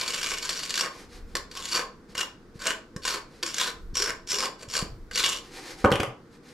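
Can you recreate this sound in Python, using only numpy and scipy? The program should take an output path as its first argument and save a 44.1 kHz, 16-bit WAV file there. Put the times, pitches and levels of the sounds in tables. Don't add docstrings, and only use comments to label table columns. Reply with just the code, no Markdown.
import sys
import numpy as np
from scipy import signal
from scipy.fft import rfft, irfft, next_fast_len
from scipy.io import wavfile
from scipy.ndimage import uniform_filter1d

SR = 44100
rng = np.random.default_rng(int(sys.argv[2]) if len(sys.argv) > 2 else 0)


def to_wav(sig):
    pcm = np.clip(np.atleast_2d(sig), -1, 1) * 32767
    pcm = np.round(pcm).astype(np.int16)
    wavfile.write(sys.argv[1], SR, pcm.T)


N = 287973


def gain_of(db):
    return 10 ** (np.asarray(db) / 20)


def evened(x):
    return x / np.sqrt(np.mean(x ** 2) + 1e-20)


def read(points, hz):
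    f, value = np.transpose(points)
    return np.interp(np.log(hz + 1), np.log(f + 1), value)


def shaped(x, gain):
    size = next_fast_len(x.shape[-1])
    spectrum = rfft(x, size) * gain(np.fft.rfftfreq(size, 1 / SR))
    return irfft(spectrum, size)[..., :x.shape[-1]]


def ring(x, hz, width_hz):
    r, w = np.exp(-np.pi * width_hz / SR), 2 * np.pi * hz / SR
    return signal.lfilter([0, np.sin(w)], [1, -2 * r * np.cos(w), r * r], x)


def sweep(x, hz, width_hz):
    turn = np.exp(2j * np.pi * np.cumsum(hz * np.ones(len(x))) / SR)
    r = np.exp(-np.pi * width_hz / SR)
    return 2 * (turn * signal.lfilter([1 - r], [1, -r], x / turn)).real


def wander(length, span):
    once = uniform_filter1d(rng.standard_normal(length), size=span)
    return evened(uniform_filter1d(once, size=span))


def add(mix, start_s, sound):
    part = mix[..., round(start_s * SR):][..., :sound.shape[-1]]
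    part += sound[..., :part.shape[-1]]


# frequency in Hz, gain of the opposed part from 0 to 1.
WIDTH_CURVE = [(100, 0.16), (300, 0.18), (600, 0.31), (1200, 0.52), (4000, 0.75), (13000, 0.6)]


def spread(mid, side):
    side = shaped(side, lambda hz: np.clip(read(WIDTH_CURVE, hz), 0, 1))
    return np.array([mid + side, mid - side])


RUMBLE_BED_DB = -64
# peak time in s, peak gain added to the bed in dB,
# rise of 20 dB in s, fall of 20 dB in s.
BODY_SHIFTS = [(.3, -56, .4, .6), (1.23, -43.5, 0.25, 0.62), (2.18, -51, 0.092, .1),
               (2.54, -54.5, .3, 0.41), (3.01, -50.5, .1, .5), (3.83, -42, 0.14, 0.57),
               (4.9, -40.5, .2, 0.51), (5.88, -49, 0.17, 0.19)]


def swells():
    t = np.arange(N) / SR
    gain = gain_of(RUMBLE_BED_DB)
    for peak_s, db, rise_s, fall_s in BODY_SHIFTS:
        gain = gain + gain_of(db - 20 * np.maximum((peak_s - t) / rise_s, (t - peak_s) / fall_s))
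    return gain


AIR_DB = -53
# frequency in Hz, relative level in dB.
AIR_CURVE = [(35, -44), (60, -22), (112, -11.5), (234, -8), (500, -14.5), (560, -24), (855, -27),
             (1080, -25), (1490, -24.5), (2800, -39.5), (5000, -38), (15000, -57)]
# centre in Hz, width of each of two passes in Hz, rms level in dB.
HUM_BANDS = [(338, 37, -62.5), (469.8, 19, -63)]


def room_tone():
    air = shaped(rng.standard_normal((2, N)), lambda hz: gain_of(read(AIR_CURVE, hz)))
    rumble_curve = [(8, -27), (24, 1.0), (55, -10.5), (100, -14.5), (200, -61.5)]  # (Hz, dB)
    low = shaped(rng.standard_normal((2, N)), lambda hz: gain_of(read(rumble_curve, hz)))
    rumble = evened(low[0]) + 0.15 * evened(low[1]) * np.array([[1], [-1]])
    hum = np.zeros(N)
    for hz, width_hz, db in HUM_BANDS:
        band = sweep(sweep(rng.standard_normal(N), hz, width_hz), hz, width_hz)
        hum += gain_of(db) * evened(band)
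    return gain_of(AIR_DB) * evened(spread(*air)) + hum + swells() * rumble


# frequency in Hz, t60 in s.
STALL_T60 = [(180, 0.2), (700, 0.41), (1840, 0.29), (4850, 0.31), (12000, 0.19)]
# frequency in Hz, relative level in dB.
STALL_LEVEL = [(100, -22.5), (500, 4.5), (2000, -3), (6000, -7), (13000, -3.5)]


def stall(x):
    echoes = np.zeros((2, SR))
    at = np.arange(100, SR - 20, 20) + rng.integers(0, 20, (2, (SR - 101) // 20))
    np.put_along_axis(echoes, at, rng.choice([-1., 1.], at.shape), 1)
    hz, t, bands = signal.stft(echoes, SR, nperseg=256)
    t60_s = read(STALL_T60, hz)[:, None]
    level_db = read(STALL_LEVEL, hz)[:, None] - 60 * t / t60_s
    bands = bands * gain_of(level_db) / np.sqrt(t60_s * 160)
    tail = signal.istft(bands, SR, nperseg=256)[1]
    tail[:, :100] = 0
    return spread(*signal.fftconvolve(x[None], tail, axes=1)[:, :N])


# start in s, length in s, level before the swell in dB.
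RUSTLE_EVENTS = [(0.881, .2, -49.5), (1.076, .14, -51.5), (1.252, 0.13, -61.5), (2.079, 0.067, -56),
                 (2.537, 0.061, -58), (3.27, 0.19, -58.5), (5.381, 0.19, -54), (5.501, 0.14, -43),
                 (5.599, .17, -42.5), (5.757, 0.091, -47), (6.298, 0.094, -60.5), (6.42, .14, -54)]
# frequency in Hz, relative level in dB.
RUSTLE_CURVE = [(180, -41), (300, 0), (703, -15.5), (763, -8), (1080, -12.5), (1910, -7), (3220, -13.5),
                (4470, -8.5), (11700, -24.5), (15000, -41.5)]


def rustles():
    out = np.zeros(N)
    for start_s, length_s, db in RUSTLE_EVENTS:
        t = np.arange(0, length_s, 1 / SR)
        flicker = evened(uniform_filter1d(rng.standard_normal(len(t)), size=300))
        patchy = rng.standard_normal(len(t)) * gain_of(1.3 * flicker)
        noise = shaped(patchy, lambda hz: gain_of(read(RUSTLE_CURVE, hz)))
        add(out, start_s, evened(noise) * gain_of(db) * np.sin(np.pi * t / length_s) ** 1.2)
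    return out


# start in s, level before onset and decay in dB, pitch in Hz, t60 in s.
TILE_BUMPS = [(1.348, -30.5, 201, 0.053), (2.092, -44.5, 199, 0.18), (2.556, -31, 161, 0.031),
              (2.962, -21, 168, 0.029), (3.43, -33, 330, 0.09), (3.93, -34, 150, 0.052),
              (4.0, -29, 400, .08), (4.335, -30.5, 410, .06), (4.679, -35.5, 119, 0.055),
              (4.825, -18, 170, 0.034), (4.92, -37, 127, 0.12), (6.075, -33, 125, 0.2)]


def bumps():
    out, t = np.zeros(N), np.arange(12000) / SR
    onset = 1 - np.exp(-(t / 0.00082) ** 2)
    for start_s, db, hz, t60_s in TILE_BUMPS:
        decay = gain_of(db - 60 * t / max(t60_s, .02))
        add(out, start_s, decay * np.sin(2 * np.pi * hz * t) * onset)
    return out


# start in s, thud level in dB, contact time constant in ms,
# clink level in dB, clink pitch in Hz.
BOUNCES = [(5.843, -8, 0.34, -35.5, 2360), (5.847, 2, 0.18, -31.5, 2420), (5.857, -12, 0.32, -35.5, 3100),
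           (5.905, -18, 0.15, -39, 1850), (5.917, -7, 0.29, -27.5, 1900), (5.923, -11.5, 0.19, -25, 3300),
           (5.938, -13, 0.28, -32, 2980), (5.956, -18, 0.3, -28.5, 3100), (5.999, -15.5, 0.43, -37, 1800),
           (6.002, -14, 0.43, -28.5, 3100), (6.032, -18, 0.27, -30.5, 2880)]
# frequency in Hz, relative level in dB, t60 in s.
FLOOR = [(90, -25, 0.15), (149, -5.5, 0.098), (227, -7, 0.089), (293, -4, 0.045), (452, -2.5, 0.04),
         (582, 0, 0.05), (770, -4, 0.026), (1070, 6, 0.0068), (1210, 17, 0.0094), (1450, 7.5, 0.034)]


def drop():
    out, t = np.zeros(N), np.arange(8000) / SR
    for start_s, thud_db, contact_ms, clink_db, clink_hz in BOUNCES:
        u = t * 1000 / max(contact_ms, .05)
        rattle = 0.12 * rng.standard_normal(len(t)) * np.exp(-t / 0.0046) * (1 - np.exp(-u))
        blow = -u * np.exp(-u) + rattle
        where_db = 1.9 * rng.standard_normal(len(FLOOR))
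        thud = np.zeros(len(t))
        for (hz, db, t60_s), corner_db in zip(FLOOR, where_db):
            thud += gain_of(db + corner_db) * ring(blow, hz, np.log(1000) / np.pi / t60_s)
        thud = signal.sosfilt(signal.butter(2, 75, "high", fs=SR, output="sos"), thud)
        puff = rng.standard_normal(len(t)) * (np.exp(-t / 0.003) + .12 * np.exp(-t / .03))
        grit = shaped(puff, lambda f: gain_of(read(GRIT_CURVE, f) - 4.0))
        clink = 0.61 * ring(puff, clink_hz, 650) + grit
        sound = gain_of(thud_db) * thud / abs(thud).max()
        sound += gain_of(clink_db) * clink / clink[:400].std()
        add(out, start_s, sound * np.linspace(1, 0, len(t)) ** 2)
    return out


FLEX = 0.0088
# frequency in Hz, relative level in dB.
GRIT_CURVE = [(88, -58.5), (150, -3), (472, 1.5), (752, -9), (1090, -2.5), (2510, 7.5), (2820, 9.5),
              (4000, 10.5), (5450, 9), (12100, -3.5), (14300, -16), (15600, -41)]
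# frequency in Hz, width in Hz, base level over the crunch in dB.
BLADE_MODES = [(649, 62, 5.5), (1048, 94, 13), (1508, 78, 5), (2255, 67, 5), (2850, 68, 4), (3520, 72, -6),
               (4560, 59, 6.5), (5560, 160, 6), (7100, 830, 6), (12150, 200, -4)]


def steel(force, low_db, edge_hz, body_hz, favour_db, shift_db, bite_db):
    crunch = shaped(force, lambda hz: gain_of(read(GRIT_CURVE, hz)))
    low = signal.sosfilt(signal.butter(2, 2000, fs=SR, output="sos"), crunch)
    crunch = crunch + (gain_of(low_db + 11.0) - 1) * low
    edge_band = sweep(sweep(crunch, edge_hz, 1300), edge_hz, 1300)
    out = 1.11 * crunch + gain_of(bite_db) * edge_band
    out += 2.54 * sweep(crunch, body_hz, 454)
    for hz, width_hz, db in BLADE_MODES:
        favoured_hz = body_hz if hz < 2000 else edge_hz
        near = np.exp(-(np.log(hz / favoured_hz) / .13) ** 2)
        shift = shift_db * wander(len(force), span=500)
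        push = crunch * gain_of(db + favour_db * near + shift)
        out += sweep(push, hz * (1 + FLEX * wander(len(force), span=2500)), width_hz)
    return out


TOUCH_DB, LIFT_DB = -21.5, -14.5
# touch, full-level, easing and end times in s (easing may precede full level
# or follow the end), full level in dB, easing level in dB, relative weight of the lows at touch and at the end
# in dB, edge pitch at touch and at the easing time in Hz, body pitch at touch and at the end in Hz,
# bite (gain of the edge band) in dB.
BLADE_STROKES = [(-.05, 0.0, 0.34, 0.441, -36.5, -35.5, -6.5, -10, 2560, 2240, 1200, 1500, 0),
                 (.4, 0.436, 0.71, .78, -36, -41, -6.5, -16, 4740, 4500, 1400, 1500, -1),
                 (.7, 0.77, 0.866, .91, -36.5, -34.5, -17, 8.5, 5300, 4550, 1500, 1100, -3),
                 (1.499, 1.551, 1.64, 1.72, -43.5, -41, -5.5, -9, 4440, 3560, 1180, 1100, -1),
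                 (1.66, 1.747, 1.766, 1.85, -26.5, -27, -15, 7, 4700, 4640, 1400, 1010, -6),
                 (2.146, 2.188, 2.17, 2.265, -32.5, -28.5, -7.5, 0, 4500, 2890, 1700, 1070, -3),
                 (2.591, 2.681, 2.656, 2.76, -28, -25.5, -4, 2.5, 4600, 2850, 1590, 1300, -3),
                 (3.019, 3.069, 3.16, 3.22, -30.5, -35.5, -14.5, 3.5, 4180, 4550, 1550, 1050, 0.5),
                 (3.431, 3.457, 3.7, 3.54, -40.5, -34, -7, -11, 5200, 5900, 1470, 1350, 1),
                 (3.52, 3.601, 3.67, 3.74, -31, -33, -14, 0, 3300, 3980, 1470, 1320, 3),
                 (3.94, 3.958, 4.11, 4.135, -33, -31, -14, 5, 5560, 5160, 1460, 1450, 8.5),
                 (4.267, 4.291, 4.46, 4.5, -33.5, -30.5, -15, 3, 5560, 4860, 1530, 675, 10.5),
                 (4.579, 4.61, 4.68, 4.67, -46, -50.5, -2, -1, 4530, 4400, 650, 650, 2),
                 (4.681, 4.753, 4.78, 4.86, -30.5, -31, -14, -0.5, 5550, 4530, 1300, 620, 3),
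                 (5.11, 5.175, 5.27, 5.41, -29.5, -28.5, -15, -9, 4330, 2980, 1400, 910, 3)]


def stroke(touch_s, full_s, ease_s, end_s, full_db, ease_db, low_touch_db, low_end_db, edge_touch_hz,
           edge_ease_hz, body_touch_hz, body_end_hz, bite_db,
           stones_per_s=900, spread_db=3.0, hiss=0.39, judder_db=3.0):
    t = np.arange(max(touch_s, 0), end_s, 1 / SR)
    along = (t - touch_s) / (end_s - touch_s)
    slid = np.minimum((t - touch_s) / (ease_s - touch_s), 1)
    level_db = np.interp(t, [touch_s, full_s, ease_s, end_s],
                         [full_db + TOUCH_DB, full_db, ease_db, ease_db + LIFT_DB])
    low_db = low_touch_db + (low_end_db - low_touch_db) * along
    edge_hz = edge_touch_hz + (edge_ease_hz - edge_touch_hz) * slid ** 2
    body_hz = body_touch_hz + (body_end_hz - body_touch_hz) * along ** 1.27

    size = gain_of(spread_db * np.minimum(rng.exponential(1, len(t)), 2.6))
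    size = size * rng.choice([-1., 1.], len(t))
    stones = evened(size * (rng.random(len(t)) < stones_per_s / SR))
    judder = gain_of(judder_db * np.clip(wander(len(t), span=150), -3, 1.6))
    force = (hiss * rng.standard_normal(len(t)) + (1 - hiss) * stones) * judder
    sound = steel(force, low_db, edge_hz, body_hz, favour_db=9.0, shift_db=4.5, bite_db=bite_db)

    running_rms = np.sqrt(uniform_filter1d(sound ** 2, size=2600) + 1e-12)
    fade = np.clip(np.minimum((end_s - t) / 0.039, (t - touch_s) / 0.00305), 0, 1)
    return t[0], sound / running_rms * gain_of(level_db) * fade


CATCH_WEIGHT_DB = -9.0
TAP_BODY_HZ = 1480
# start in s, level in dB, edge pitch in Hz.
STONE_CATCHES = [(0.0116, -15.5, 4400), (0.0788, -14.5, 4350), (0.1367, -19.5, 2650), (0.1435, -17, 4360),
                 (0.2306, -17, 5270), (.2425, -16.5, 4500), (0.2692, -17, 2300), (0.3047, -20.5, 5600),
                 (0.3169, -16.5, 2232), (0.384, -20, 5550), (0.4277, -18, 4380), (0.4925, -13, 4570),
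                 (.505, -18.5, 5500), (0.5918, -19.5, 4500), (0.6339, -18, 4420), (.695, -19, 4500),
                 (0.7056, -14, 4370), (0.741, -13.5, 4300), (0.7558, -14.5, 3540), (0.7763, -13.5, 4030),
                 (0.7962, -13.5, 4840), (0.8094, -11, 5540), (1.3675, -18.5, 4530), (1.514, -30, 4550),
                 (1.5726, -22, 2780), (1.655, -19.5, 4200), (2.1789, -16, 2750), (2.21, -13.5, 2890),
                 (2.62, -26, 4570), (2.669, -10, 7130), (3.052, -13.5, 7560), (3.088, -17, 4260),
                 (3.4627, -18, 6940), (3.5433, -16, 6600), (3.5828, -13.5, 5540), (3.5986, -14.5, 3670),
                 (3.613, -13, 3200), (3.954, -16.5, 5580), (3.9698, -12.5, 5540), (4.0, -15.5, 4800),
                 (4.022, -10.5, 5500), (4.317, -13.5, 5400), (4.329, -17, 5500), (4.341, -17.5, 5500),
                 (4.70, -28, 5030), (4.738, -19, 5540), (4.752, -14.5, 5540), (4.79, -16, 4550),
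                 (5.1573, -13, 2860), (5.176, -12.5, 4440), (5.202, -14.5, 4400), (5.24, -12.5, 3200),
                 (5.262, -10.5, 2860)]
# start in s, level in dB, edge pitch in Hz,
# relative weight of the lows in dB.
BLADE_TAPS = [(1.3529, -12.5, 4740, -3), (2.152, -23, 4590, 1), (2.9634, -27.5, 5610, -1.5),
              (3.4281, -16.5, 3350, -9.5), (3.4315, -14.5, 2310, -7), (4.274, -29, 5500, -11),
              (5.1124, -27.5, 4560, 1)]


def catch(start_s, db, edge_hz, weight_db, body_hz, burst_s=0.0042):
    t = np.arange(6000) / SR
    force = 0.27 * rng.standard_normal(len(t)) * np.exp(-t / burst_s) * (1 - np.exp(-t / 0.001))
    force[12] += 1.1
    sound = steel(force, weight_db, edge_hz, body_hz, favour_db=7.0, shift_db=3.5, bite_db=4)
    return start_s, gain_of(db) * sound / abs(sound).max() * np.linspace(1, 0, len(t))


def scene():
    knife = np.zeros(N)
    for row in BLADE_STROKES:
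        add(knife, *stroke(*row))
    for row in STONE_CATCHES:
        body_hz = rng.uniform(950, 2000)
        add(knife, *catch(*row, CATCH_WEIGHT_DB, body_hz))
    for row in BLADE_TAPS:
        add(knife, *catch(*row, TAP_BODY_HZ, burst_s=0.0041))
    centre = drop() + bumps() + rustles()
    late = shaped(knife, lambda hz: np.exp(-2j * np.pi * hz * 16e-6))
    direct = np.array([gain_of(2.5) * late, gain_of(1.8) * knife]) + centre
    return direct + stall(knife + centre) + room_tone()


BAND_LIMIT_HZ = 15650


def record(dry):
    rounded = 1.2 * np.tanh(dry / 1.2)
    lowpass = signal.firwin(511, BAND_LIMIT_HZ, window=("kaiser", 9), fs=SR)
    return signal.oaconvolve(rounded, lowpass[None], "same")


dry = scene()
out = record(dry)
to_wav(out)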